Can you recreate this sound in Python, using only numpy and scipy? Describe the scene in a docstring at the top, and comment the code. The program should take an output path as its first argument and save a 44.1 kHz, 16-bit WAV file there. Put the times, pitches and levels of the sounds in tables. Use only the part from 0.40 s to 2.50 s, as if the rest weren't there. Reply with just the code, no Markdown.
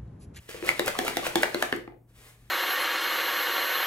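"""In a small room, over a work table, a gloved hand shakes a plastic squeeze bottle of paint about five
times a second. At each end of the stroke the paint's impact excites the bottle's damped modes and
trapped air pockets resonate; in between, the paint churns, bubbles and crackles. The shaking stops
with one soft slap, a sleeve rustles by friction, and ventilation and mains hum carry on."""
import sys
import numpy as np
from scipy import signal
from scipy.fft import rfft, irfft
from scipy.io import wavfile

SR = 44100
rng = np.random.default_rng(int(sys.argv[2]) if len(sys.argv) > 2 else 0)


def unload_audio(sound):
    """Save the sound as a 16-bit wav file, at the path given as the first command line argument."""
    columns = np.transpose(np.atleast_2d(sound))
    # keep every value between -1 and 1, then stretch to whole-number steps
    steps = np.round(np.clip(columns, -1, 1) * 32767)
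    wavfile.write(sys.argv[1], SR, steps.astype(np.int16))


N = 92610


def amp(db):
    return 10 ** (np.asarray(db) / 20)


def unit_rms(x):
    return x / np.sqrt(np.mean(x ** 2) + 1e-20)


def unit_energy(x):
    return x / np.sqrt(np.sum(x ** 2) + 1e-20)


def at_frequency(points, hz):
    """Interpolation on a logarithmic frequency axis."""
    f, value = np.transpose(points)
    return np.interp(np.log(hz + 1), np.log(f + 1), value)


def envelope(points):
    """Amplitude envelope, interpolated in decibels."""
    return amp(np.interp(np.arange(N) / SR, *np.transpose(points)))


def colour(x, points):
    """Filtering as multiplication of spectra."""
    return irfft(rfft(x) * amp(at_frequency(points, np.fft.rfftfreq(N, 1 / SR))), N)


def delay(x, seconds):
    """Fractional delay as a linear phase shift."""
    hz = np.fft.rfftfreq(2 * N, 1 / SR)
    return irfft(rfft(x, 2 * N) * np.exp(-2j * np.pi * hz * seconds))[:N]


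def add(mix, start, sound):
    part = mix[max(round(start * SR), 0):][:len(sound)]
    part += sound[:len(part)]


# Ventilation noise spectrum: (frequency [Hz], relative level [dB])
VENT_SPECTRUM = [(24, -17.5), (48, 11), (80, -5), (170, -5), (600, -19), (4000, -48.5), (16000, -37)]


def background(vent_db=-59.5, hum_hz=118.4, hum_db=-59.5):
    """Steady ambient noise: broadband ventilation rumble plus a pure tone of mains hum."""
    noise = rng.standard_normal(N) + 0.12 * rng.standard_normal((2, N))
    hum = np.sin(2 * np.pi * hum_hz * np.arange(N) / SR)
    return amp(vent_db) * unit_rms(colour(noise, VENT_SPECTRUM)) + amp(hum_db) * unit_rms(hum)


# Envelope of the rubbing cloth: (time [s], level [dB])
SLEEVE_ENVELOPE = [(1.3, -3.5), (1.43, -47), (1.66, -35.5), (1.695, -10), (1.73, -15), (1.765, -1),
                   (1.89, 4), (1.96, -9)]
# Its spectrum: (frequency [Hz], relative level [dB])
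SLEEVE_SPECTRUM = [(100, -22.5), (400, 3), (800, -4), (2000, 1), (5500, -8.5), (9000, -5.5), (16000, -12)]


def sleeve(gain_db=-58):
    """Friction noise: cloth brushes softly as the arm moves, during the shaking and again after it."""
    friction = unit_rms(colour(rng.standard_normal(N), SLEEVE_SPECTRUM))
    return amp(gain_db) * envelope(SLEEVE_ENVELOPE) * friction


def bubble(hz, cycles, rise):
    """Bubble resonance: a damped oscillation, falling by 1/e in `cycles` periods as its pitch rises."""
    t = np.arange(SR // 4) / SR
    t60 = np.log(1000) * cycles / hz
    phase = 2 * np.pi * hz * t * (1 + rise * np.minimum(t / t60, 1))
    attack = 1 - np.exp(-t * hz)
    return unit_energy(np.sin(phase) * amp(-60 * t / t60) * attack)


# Envelope of the churning paint: (time [s], level [dB])
CHURN_ENVELOPE = [(.075, -24), (.092, 2), (.2, -5.5), (.27, 2), (.45, -6), (.61, 2), (.66, 1), (.72, -0.5),
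                  (1.05, -2.5), (1.31, -7), (1.365, -10), (1.43, -55.5)]
# Spectrum of its crackle: (frequency [Hz], relative level [dB])
CRACKLE_SPECTRUM = [(100, -9.5), (400, 0), (700, -9), (1100, -8.5), (2000, -1.5), (3000, -4.5), (6000, -13),
                    (10000, -14.5), (16000, -20)]


def churn(crackles_per_s=4000, crackle_db=-44.5, bubbles_per_s=200, bubble_db=-48):
    """Shot noise: random wet clicks and small bubbles superpose, swelling as paint runs to each end."""
    t = np.arange(N) / SR
    lead_s, width_s = 0.0031, 0.029
    # The swell peaks just before each slap and is greater where the thump is weak.
    surge_db = sum((1.5 - 0.75 * thump) * np.exp(-((t - start + lead_s) / width_s) ** 2)
                   for start, thump, *_ in SLAPS)
    sizes = amp(3.3 * np.minimum(rng.exponential(1, N), 4)) * rng.choice([-1, 1], N)
    clicks = sizes * (rng.random(N) < crackles_per_s / SR)
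    crackle = amp(crackle_db) * unit_rms(colour(clicks, CRACKLE_SPECTRUM))
    bubbles, pitches = np.zeros(N), np.geomspace(420, 2600, num=24)
    for hz in pitches:
        births = rng.random(N) * (rng.random(N) < bubbles_per_s / len(pitches) / SR)
        bubbles += signal.oaconvolve(births, bubble(hz, cycles=4, rise=0.18))[:N]
    build_up = np.minimum(t / 0.27, 1) ** 2  # froth forms as the shaking gets going
    froth = amp(bubble_db) * build_up * unit_rms(bubbles)
    return envelope(CHURN_ENVELOPE) * amp(surge_db) * (crackle + froth)


# Single bubbles in the paint: (time [s], frequency [Hz], level [dB])
SINGLE_BUBBLES = [(0.09, 430, -17), (0.145, 457, -11.5), (.226, 368, -6), (0.24, 502, -11),
                  (0.553, 1140, -9.5), (0.649, 680, -10), (1.522, 710, -29)]


def plops():
    """Heavily damped resonance: each single bubble rings briefly, with a click at its onset."""
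    out = np.zeros(N)
    click = 0.39 * bubble(1860, cycles=0.377, rise=0)
    for start, hz, db in SINGLE_BUBBLES:
        add(out, start, amp(db) * (bubble(hz, cycles=1.57, rise=0.047) + click))
    return out


def spray(decay_s, low_hz, top_hz=12100):
    """Broadband transient: tiny droplets make a short burst of band-limited noise."""
    t = np.arange(SR // 4) / SR
    burst = rng.standard_normal(len(t)) * np.sqrt(t / decay_s) * np.exp(-t / decay_s)
    for _ in range(4):  # a flattened spectrum leaves no ringing pitch
        flat = irfft(np.exp(1j * np.angle(rfft(burst))), len(t))
        burst = flat * np.exp(-(t / decay_s) ** 2 / 20)
    burst = signal.lfilter(*signal.butter(1, top_hz, fs=SR), burst)
    return unit_energy(signal.lfilter(*signal.butter(2, low_hz, "high", fs=SR), burst))


# Thin films of paint snapping: (time [s], level [dB])
FILM_SNAPS = [(0.1, -27), (0.141, -34), (0.246, -22), (0.2642, -15.5), (0.4603, -9.5), (0.6497, -14.5),
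              (0.8715, -12), (1.0225, -11.5), (1.362, -24)]


def film_snaps():
    """Film rupture: each sudden break radiates a high tick."""
    out = np.zeros(N)
    for start, db in FILM_SNAPS:
        add(out, start, amp(db) * spray(decay_s=0.0018, low_hz=6800))
    return out


# Modes of the filled bottle: (frequency [Hz], level [dB], 60 dB decay time [s])
BOTTLE_MODES = [(212, -8.5, 0.016), (332.5, -2.5, 0.041), (519, -10, 0.041), (783, -6, 0.0062),
                (1060, -6, 0.0073), (1440, -11.5, 0.0075), (2050, -8.5, .0081), (4055, -11, 0.001)]
# Band centres of an impact: (thump [Hz], knock [Hz], clack [Hz], snap [Hz], spatter [Hz])
BAND_CENTRES = [345, 640, 1600, 3000, 6500]
# Paint hitting an end of the bottle: (time [s], thump [dB], gulp [Hz], knock [dB],
# large air pocket [Hz], clack [dB], small air pocket [Hz], snap [dB], spatter [dB])
SLAPS = [(0.2902, -11.5, 930, -13.5, 2155, 6, 2300, -2, -5),
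         (0.3942, -1.5, 517, -3, 1790, -0.5, 3670, -3, -1.5),
         (0.4792, -20.5, 530, -3.5, 1510, 1, 2260, -7.5, -1),
         (0.5886, -2, 716, 0, 1700, -3.5, 3170, -4, -1.5),
         (0.6799, -12, 863, -6.5, 2185, -1.5, 2540, -21, -4.5),
         (0.7695, -2.5, 720, 1.5, 1910, -4, 3550, -3.5, -2.5),
         (0.8656, -15.5, 545, -3.5, 1490, -5.5, 2440, -7, -13),
         (0.9561, 3, 842, 2.5, 1720, 0, 3350, 2.5, 1), (1.032, -12.5, 596, 0, 1680, 5.5, 1960, 3.5, -2.5),
         (1.1452, -1, 553, -6, 1480, -3.5, 4030, -7, -8), (1.2243, -13.5, 633, 1, 1664, 5.5, 2910, -4, -1),
         (1.3256, 0, 461, -7.5, 1692, 1.5, 2870, -6, -13.5),
         (1.4768, -12.5, 793, -17.5, 1154, -25, 2200, -27.5, -52)]


def slaps(glug_hz=291.1, glug_hz_per_s=2700, glug_t60=0.18):
    """Impact excitation: each slap rings the bottle's modes, throws spatter and sets cavities ringing."""
    out, t = np.zeros(N), np.arange(SR // 4) / SR
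    # The cavity shrinks after a thump, so its resonance rises.
    sweep = np.sin(2 * np.pi * (glug_hz + glug_hz_per_s * t / 2) * t)
    glug = unit_energy(sweep * amp(-60 * t / glug_t60) * (1 - np.exp(-t / 0.034)))
    for start, thump, gulp_hz, knock, _, clack, _, snap, spatter in SLAPS:
        excitation = list(zip(BAND_CENTRES, (thump, knock, clack, snap, spatter)))
        body = np.zeros(len(t))
        for k, (hz, db, t60) in enumerate(BOTTLE_MODES):
            mode = unit_energy(np.sin(2 * np.pi * hz * t) * amp(-60 * t / t60))
            body += (-1) ** k * amp(db + at_frequency(excitation, hz)) * mode
        # The paint lands over a short time, which roughens the treble.
        body += signal.fftconvolve(body, spray(decay_s=0.0019, low_hz=2040))[:len(t)]
        gulp = bubble(gulp_hz, cycles=1.6, rise=0.05)  # the hollow that the paint closes
        droplets = spray(decay_s=0.0015, low_hz=3770)
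        add(out, start, amp(1.5) * body + amp(spatter - 5.5) * droplets)
        add(out, start, amp(knock - 1) * gulp + amp(thump - 7) * glug)
    return out


def air_pockets(large_life_s=0.0031, small_life_s=0.0015, rise=0.04, gain_db=-1):
    """Trapped air acts as a spring: two pockets per slap squeak for a few cycles and close."""
    out, t = np.zeros(N), np.arange(SR // 50) / SR
    for start, *_, large_hz, clack, small_hz, snap, _ in SLAPS:
        for hz, db, life in [(large_hz, clack, large_life_s), (small_hz, snap, small_life_s)]:
            age = t / life
            phase = 2 * np.pi * hz * t * (1 + rise * (age - 1))
            squeak = np.sin(phase) * np.sqrt(age) * np.exp(-age ** 2)
            add(out, start, amp(gain_db + db) * unit_energy(squeak))
    return out


# Reverberation time: (frequency [Hz], 60 dB decay time [s])
REVERB_TIMES = [(150, 0.41), (1000, 0.31), (5000, 0.3)]
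# Reverberation spectrum: (frequency [Hz], relative level [dB])
REVERB_SPECTRUM = [(2000, 0), (14000, -2.5)]


def diffuse_tail(coherent_below_hz=244, onset_s=0.0063):
    """A diffuse field decays exponentially and is coherent between left and right only in the bass."""
    hz, t, noise = signal.stft(rng.standard_normal((3, SR // 2)), SR, nperseg=256)
    hz = hz[:, None]
    coherence = 1 / (1 + (hz / coherent_below_hz) ** 2)
    field = np.sqrt(coherence) * noise[2] + np.sqrt(1 - coherence) * noise[:2]
    decay = amp(at_frequency(REVERB_SPECTRUM, hz) - 60 * t / at_frequency(REVERB_TIMES, hz))
    sides = signal.istft(field * decay, SR, nperseg=256)[1]
    onset = np.minimum(np.arange(sides.shape[1]) / SR / onset_s, 1) ** 2
    return np.array([unit_energy(side * onset) for side in sides])


# Early reflections from table and walls: (delay [s], gain [ratio])
REFLECTIONS = [(.0015, 0.16), (0.0115, 0.38), (0.0253, 0.23)]
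# Direction cues: (frequency [Hz], left phase lead [rad], left minus right level [dB])
STEREO_CUES = [(0, 0.91, 1), (871, 0.81, 1), (2370, 2.07, -3), (4050, 1.5, -1), (5650, 1.5, 5),
               (6800, 1, -1)]


def room(x, wet_db, tails=3, crossfade_s=0.3687):
    """Superposition: direct sound and dull reflections, leading on the left, plus reverberation."""
    dull = signal.lfilter(*signal.butter(1, 600, fs=SR), x)
    early = rfft(x + sum(gain * delay(dull, lag) for lag, gain in REFLECTIONS))
    hz = np.fft.rfftfreq(N, 1 / SR)
    cue_hz, lead, left_db = np.transpose(STEREO_CUES)
    half_cue = amp(np.interp(hz, cue_hz, left_db) / 2) * np.exp(0.5j * np.interp(hz, cue_hz, lead))
    out = irfft(np.array([early * half_cue, early / half_cue]), N)
    for k in range(tails):  # the reverberation changes as the bottle moves
        share = np.sqrt(2 / tails) * np.cos(np.pi * (np.arange(N) / SR / crossfade_s + k / tails))
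        out += amp(wet_db) * signal.fftconvolve((x * share)[None], diffuse_tail(), axes=1)[:, :N]
    return out


def scene():
    """Sound pressures add: bottle, sleeve and background, with slightly more gain on the left."""
    shaking = room(slaps() + plops() + film_snaps() + churn() + sleeve(), wet_db=-4)
    squeaks = room(air_pockets(), wet_db=-8)
    return (shaking + squeaks + background()) * amp([[0.7], [-0.7]])


def record(dry, cutoff_hz=15850):
    """Band limiting: a linear-phase low-pass filter removes the highest treble."""
    lowpass = signal.firwin(511, cutoff_hz, window=("kaiser", 9), fs=SR)
    return signal.oaconvolve(dry, lowpass[None], "same")


dry = scene()
out = record(dry)
unload_audio(out)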